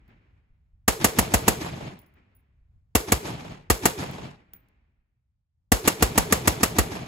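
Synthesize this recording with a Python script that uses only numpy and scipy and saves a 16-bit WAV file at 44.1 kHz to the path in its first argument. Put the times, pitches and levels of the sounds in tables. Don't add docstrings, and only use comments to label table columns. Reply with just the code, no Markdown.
import sys
import numpy as np
from scipy import signal
from scipy.fft import rfft, irfft, next_fast_len
from scipy.io import wavfile
from scipy.ndimage import uniform_filter1d, map_coordinates

SR = 44100
rng = np.random.default_rng(int(sys.argv[2]) if len(sys.argv) > 2 else 0)


def waveform_to_disk(signal):
    frames = np.transpose(np.atleast_2d(signal))
    scaled = np.clip(frames, -1, 1) * 32767
    samples = np.round(scaled).astype(np.int16)
    wavfile.write(sys.argv[1], SR, samples)


N = 311787

# frequency in Hz, relative density in dB.
RUMBLE_SPECTRUM = [(20, -11), (35, 3), (60, 9.5), (120, 0.5), (200, -15), (350, -32.5), (800, -32),
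                   (3000, -46), (16000, -59)]
# start in seconds, level in dB.
BUMPS = [(0.492, -47), (0.729, -50), (2.609, -48), (2.75, -53), (2.815, -56), (4.975, -59)]
# frequency in Hz, relative density in dB.
BUMP_SPECTRUM = [(25, 22), (60, 10), (150, -2.5), (280, -17), (500, -47), (1200, -41), (8000, -63.5)]
BREEZE_DB = -61.5
LULL_DB, LULL_S, LULL_WIDTH_S = -13, 5.3, .5

# start in seconds, click in dB, ring in dB, extra dB on the lowest mode.
CASES = [(0.08, -66, -77, 0), (1.99, -50, -55, 4), (2.063, -60, -68, 6), (2.139, -67, -74, 0),
         (2.35, -80, -58, 6), (4.113, -39, -71, 0), (4.535, -43, -36, -18), (4.686, -64, -88, 0)]
# nominal frequency in Hz, relative level in dB, 60 dB decay time in seconds.
BRASS_MODES = [(10790, -15, .15), (14935, -8, .18), (15030, 0, .08), (15700, -16, .05)]
# frequency in Hz, relative density in dB.
CLICK_SPECTRUM = [(300, 8), (1500, -5), (4000, -3), (8000, -8), (13000, 1.5), (16000, -4.5)]

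# delay in seconds, relative level in dB, rise, hold and 60 dB decay time in seconds.
HILL_FACES = [(.25, -67, .2, .6, 1.3), (.665, -58, 0.018, 0.038, 0.25)]
# frequency in Hz, relative density in dB.
HILLS_SPECTRUM = [(60, -6.5), (200, 12), (500, -0.5), (1200, -3), (2300, -1), (3500, -14.5), (6000, -28),
                  (12000, -46)]
# delay in seconds, relative level in dB, rise, hold and 60 dB decay time in seconds.
BANK_FACES = [(.11, -27.5, 0.019, 0.046, .5), (.16, -35.5, .015, 0.012, .4), (.26, -33, 0.019, .17, .38)]
# frequency in Hz, relative density in dB.
BANK_SPECTRUM = [(25, -15), (60, -0.5), (130, 8.5), (260, 2), (450, -3.5), (800, -1), (1400, -7.5),
                 (2400, -4.5), (4500, -8.5), (8000, -11), (12000, -13), (15500, -29.5), (16500, -50)]
# delay after the shot in seconds, relative level in dB.
LEDGES = [(0.05, -28), (.135, -27.5), (0.169, -29.5), (.184, -25.5), (0.205, -35.5), (.33, -28),
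          (0.377, -48), (.43, -38.5)]
# frequency in Hz, relative density in dB.
SLAP_SPECTRUM = [(100, -19.5), (300, 11.5), (900, 14), (2500, -8), (5000, -14.5), (12000, -22.5),
                 (16000, -36.5)]
SWOOP_FROM_HZ, SWOOP_SAG_HZ_PER_S, SWOOP_TO_HZ = 530, 920, 123.3
SWOOP_FALL_S, SWOOP_FALL_WIDTH_S = .155, 0.017
SWOOP_DB, SWOOP_RISE_S, SWOOP_HOLD_S, SWOOP_T60_S = -44, .025, 0.15, 0.2
SWELL_DB, SWELL_S, SWELL_WIDTH_S = 15, .15, 0.03
# frequency in Hz, relative density in dB.
GROUND_SPECTRUM = [(30, -6.5), (100, -0.5), (220, 0.5), (470, 3.5), (850, 1), (1500, -4), (3000, -8),
                   (5000, -8.5), (8000, -9), (11500, -10.5), (15500, -17.5), (16500, -51)]
GROUND_DB, GROUND_RISE_S, GROUND_NEAR_S, GROUND_T60_S = -13.5, 0.0031, 0.014, 0.74

# start in seconds, blast in dB, thump in dB, echo in dB.
SHOTS = [(0.8777, -4.5, -11.5, -1.5), (1.042, -2.5, -14, -1.5), (1.185, -3.5, -9, -5),
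         (1.337, -4, -5, -3.5), (1.4778, -2.5, -11, -3), (2.95, -4.5, -8.5, -2.5), (3.1187, -5, -6.5, -4.5),
         (3.699, -4, -5.5, -2.5), (3.8533, -3, -18, -3.5), (5.717, -5, -4, -1), (5.874, -3, -41, -3.5),
         (6.022, -4, -4.5, -3.5), (6.1751, -4, -9, -2.5), (6.322, -4.5, -12, -3), (6.473, -4, -8, -3.5),
         (6.6296, -4, -15.5, -3.5), (6.7831, -4, -3.5, -5)]
EARLIER_SHOT_S = -0.595
# nominal delay after the shot in seconds, relative level in dB.
SHOCKS = [(.0027, -3.5), (.005, -3.5), (.0072, -5.5)]
# frequency in Hz, relative density in dB.
GAS_SPECTRUM = [(60, -18), (250, -0.5), (800, 13), (1500, 6), (2200, 5.5), (3200, -2.5), (5000, -1),
                (7000, 3.5), (11500, 3.5), (15500, -4), (16500, -24.5)]
# nominal frequency in Hz, relative level in dB, 60 dB decay time in seconds.
BARK_MODES = [(218, 3, 0.052), (439, 4.5, 0.04), (722, 2, 0.039), (862, 1, .036), (1166, 1, .04),
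              (1860, -5, 0.053), (2431, -11.5, 0.015), (2780, -8.5, 0.09), (4240, -17, 0.057)]
GAS_DB, GAS_RISE_S, GAS_HOLD_S, GAS_T60_S = -8, 0.0024, .007, .042
SHOCK_DB, BARK_DB = -16, -13.5
PUNCH_DB, PUNCH_HZ, PUNCH_S, PUNCH_WIDTH_S = -14.5, 259, .008, 0.0043

# frequency in Hz, left-right correlation from -1 to 1.
PORT_LIKENESS = [(100, .93), (280, 0.89), (600, -0.078), (1300, -0.11), (2200, 0.017), (4500, 0.2),
                 (6500, 0.65), (8500, 1)]
TOP_HZ = 16700


def amp(db):
    return 10 ** (np.asarray(db) / 20)


def unit(x):
    return x / np.sqrt(np.mean(x ** 2) + 1e-20)


def clock(seconds):
    return np.arange(int(seconds * SR)) / SR


def along(points, hz):
    f, v = np.transpose(points)
    return np.interp(np.log(hz + 1), np.log(f + 1), v)


def bell(t, centre, width):
    return np.exp(-((t - centre) / width) ** 2)


def envelope(t, rise, hold, t60):
    t = np.maximum(t, 0)
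    attack = 1 - np.exp(-(t / rise) ** 2)
    return attack * amp(-60 * np.maximum(t - hold, 0) / t60)


def wobble(t, rate):
    return map_coordinates(rng.standard_normal(2048), [t * rate], mode="wrap")


def filtered(x, response):
    n = x.shape[-1]
    m = next_fast_len(n + 4096)
    return irfft(rfft(x, m) * response(np.fft.rfftfreq(m, 1 / SR)), m)[..., :n]


def add(track, s, sound):
    i = round(s * SR)
    part = sound[..., max(-i, 0):N - i]
    start = max(i, 0)
    track[:, start:start + part.shape[-1]] += part


def blend(repeated, fresh, likeness):
    return np.sqrt(likeness) * repeated + np.sqrt(1 - likeness) * fresh


def rush(spectrum, t):
    def response(hz):
        turn = np.arccos(np.clip(along(PORT_LIKENESS, hz), -1, 1)) / 2
        return amp(along(spectrum, hz)) * [np.cos(turn), np.sin(turn)]
    mid, side = filtered(rng.standard_normal((2, len(t))), response)
    return unit(np.array([mid + side, mid - side]))


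def ring(modes, t, detune, scatter_db):
    total = np.zeros(len(t))
    for hz, db, t60 in modes:
        level_chance, pitch_chance = rng.standard_normal(2)
        level = amp(db + scatter_db * level_chance - 60 * t / t60)
        total += level * np.sin(2 * np.pi * hz * (1 + detune * pitch_chance) * t)
    return total


def breeze():
    time = np.arange(N) / SR
    level_db = BREEZE_DB + LULL_DB * bell(time, LULL_S, LULL_WIDTH_S)
    out = rush(RUMBLE_SPECTRUM, time) * amp(level_db + 2.4 * wobble(time, rate=12))
    t = clock(.25)
    for s, db in BUMPS:
        bump = rush(BUMP_SPECTRUM, t) * envelope(t, rise=.012, hold=.012, t60=.1)
        add(out, s, amp(db) * bump)
    return out


def cases():
    out, t = np.zeros((2, N)), clock(.3)
    for s, click_db, ring_db, lowest_db in CASES:
        click = rush(CLICK_SPECTRUM, t) * amp(-60 * t / .015)
        modes = [(hz, db + lowest_db * (k == 0), t60) for k, (hz, db, t60) in enumerate(BRASS_MODES)]
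        flutter = amp(3.5 * wobble(t, rate=160))
        tink = ring(modes, t, detune=.002, scatter_db=1.5) * flutter
        soft_start = 1 - np.exp(-t / .0008)
        add(out, s, amp(click_db) * click + amp(ring_db) * soft_start * tink)
    return out


def answer(faces, t):
    power = sum((amp(db) * envelope(t - delay, rise, hold, t60)) ** 2
                for delay, db, rise, hold, t60 in faces)
    return np.sqrt(power)


def hills(t):
    return rush(HILLS_SPECTRUM, t) * answer(HILL_FACES, t) * amp(1.0 * wobble(t, rate=63))


def through_air(x, loss_db):
    hz, t, z = signal.stft(x, SR, nperseg=256)
    loss = loss_db * (hz[:, None] / 10 ** 4) ** 0.69 * t
    return signal.istft(z * amp(-loss), SR, nperseg=256)[1][:, :x.shape[-1]]


def patchy(x, patch_db):
    z = signal.stft(x, SR, nperseg=256)[2]
    field = rng.standard_normal(z.shape[1:])
    field = uniform_filter1d(field, size=4, axis=0)
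    field = uniform_filter1d(field, size=6, axis=1)
    patched = z * amp(patch_db * unit(field))
    return unit(signal.istft(patched, SR, nperseg=256)[1][:, :x.shape[-1]])


def bank(t):
    lumps = amp(1.9 * wobble(t, rate=50) + 1.8 * wobble(t, rate=350))
    wash = patchy(rush(BANK_SPECTRUM, t), patch_db=2.5)
    return through_air(wash * answer(BANK_FACES, t) * lumps, loss_db=53.5)


def slaps(t):
    level = np.zeros(len(t))
    for s, db in LEDGES:
        since = np.maximum(t - s, 0)
        level += (1 - np.exp(-since / .001)) * amp(db - 60 * since / .05)
    return rush(SLAP_SPECTRUM, t) * level


def swoop(t):
    fallen = (1 + np.tanh((t - SWOOP_FALL_S) / (2 * SWOOP_FALL_WIDTH_S))) / 2
    hz = (SWOOP_FROM_HZ - SWOOP_SAG_HZ_PER_S * t) * (1 - fallen) + SWOOP_TO_HZ * fallen
    phase = 2 * np.pi * np.cumsum(hz) / SR
    level = amp(SWOOP_DB + SWELL_DB * bell(t, SWELL_S, SWELL_WIDTH_S))
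    level = level * envelope(t, SWOOP_RISE_S, SWOOP_HOLD_S, SWOOP_T60_S)
    in_phase, quadrature = 1 + wobble(t, rate=140), wobble(t, rate=140)
    return level * (in_phase * np.cos(phase) + quadrature * np.sin(phase))


def ground(t):
    spreading = 1 / (1 + t / GROUND_NEAR_S)
    stones = amp(1.3 * wobble(t, rate=300))
    level = amp(GROUND_DB) * envelope(t, GROUND_RISE_S, 0, GROUND_T60_S) * spreading * stones
    return rush(GROUND_SPECTRUM, t) * level


def echoes():
    t = clock(1.5)
    return ground(t) + swoop(t) + slaps(t) + bank(t) + hills(t)


def thump(start_hz=135, end_hz=50, settle=0.013, rise=0.014, t60=0.11, port_scatter=0.088):
    t = clock(.15)
    cycles = end_hz * t + (start_hz - end_hz) * settle * (1 - np.exp(-t / settle))
    cycles = cycles * (1 + 0.048 * rng.standard_normal())
    cycles = cycles + port_scatter * rng.standard_normal((2, 1))
    return envelope(t, rise, 0, t60) * np.sin(2 * np.pi * cycles)


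def shock(t, length):
    u = np.maximum(t, 0) / length
    return (t > 0) * (1 - u) * np.exp(-u)


def blast(t, signature):
    gas = blend(signature, rush(GAS_SPECTRUM, t), likeness=.5)
    ragged = amp(2 * wobble(t, rate=900))
    gas = gas * ragged * envelope(t, GAS_RISE_S, GAS_HOLD_S, GAS_T60_S)

    fronts = np.zeros(len(t))
    for s, db in SHOCKS:
        arrival = s * (1 + .04 * rng.standard_normal())
        fronts += amp(db) * shock(t - arrival, length=.00055)

    since = np.maximum(t - .002, 0)
    swell = 1 - np.exp(-since / 0.0005)
    ports = [ring(BARK_MODES, since, detune=.011, scatter_db=2.2) for port in range(2)]
    bark = swell * np.array(ports)

    punch_hz = PUNCH_HZ * np.exp(0.22 * rng.standard_normal())
    punch = bell(t, PUNCH_S, PUNCH_WIDTH_S) * np.sin(2 * np.pi * punch_hz * (PUNCH_S - t))
    return amp(GAS_DB) * gas + amp(SHOCK_DB) * fronts + amp(BARK_DB) * bark + amp(PUNCH_DB) * punch


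def rifle():
    out, t = np.zeros((2, N)), clock(.1)
    signature, terrain = rush(GAS_SPECTRUM, t), echoes()
    add(out, EARLIER_SHOT_S, hills(clock(1.5)))
    for s, blast_db, thump_db, echo_db in SHOTS:
        add(out, s, amp(blast_db) * blast(t, signature))
        add(out, s, amp(thump_db) * thump())
        add(out, s, amp(echo_db) * blend(terrain, echoes(), likeness=.6))
    return out


def scene():
    return breeze() + cases() + rifle()


def record(dry):
    lag_s, in_step_hz = .000229, 7070

    def skew(hz):
        return np.pi * lag_s * (hz - in_step_hz) / (1 + np.exp((5000 - hz) / 400))

    ports = filtered(dry, lambda hz: np.exp(1j * skew(hz) * [[-1], [1]]))
    ports = signal.sosfilt(signal.butter(1, 22, "highpass", fs=SR, output="sos"), ports)
    rounded = ports / (1 + np.abs(ports / .85) ** 4) ** (1 / 4)
    return filtered(rounded, lambda hz: 1 / (1 + (hz / TOP_HZ) ** 160))


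dry = scene()
out = record(dry)
waveform_to_disk(out)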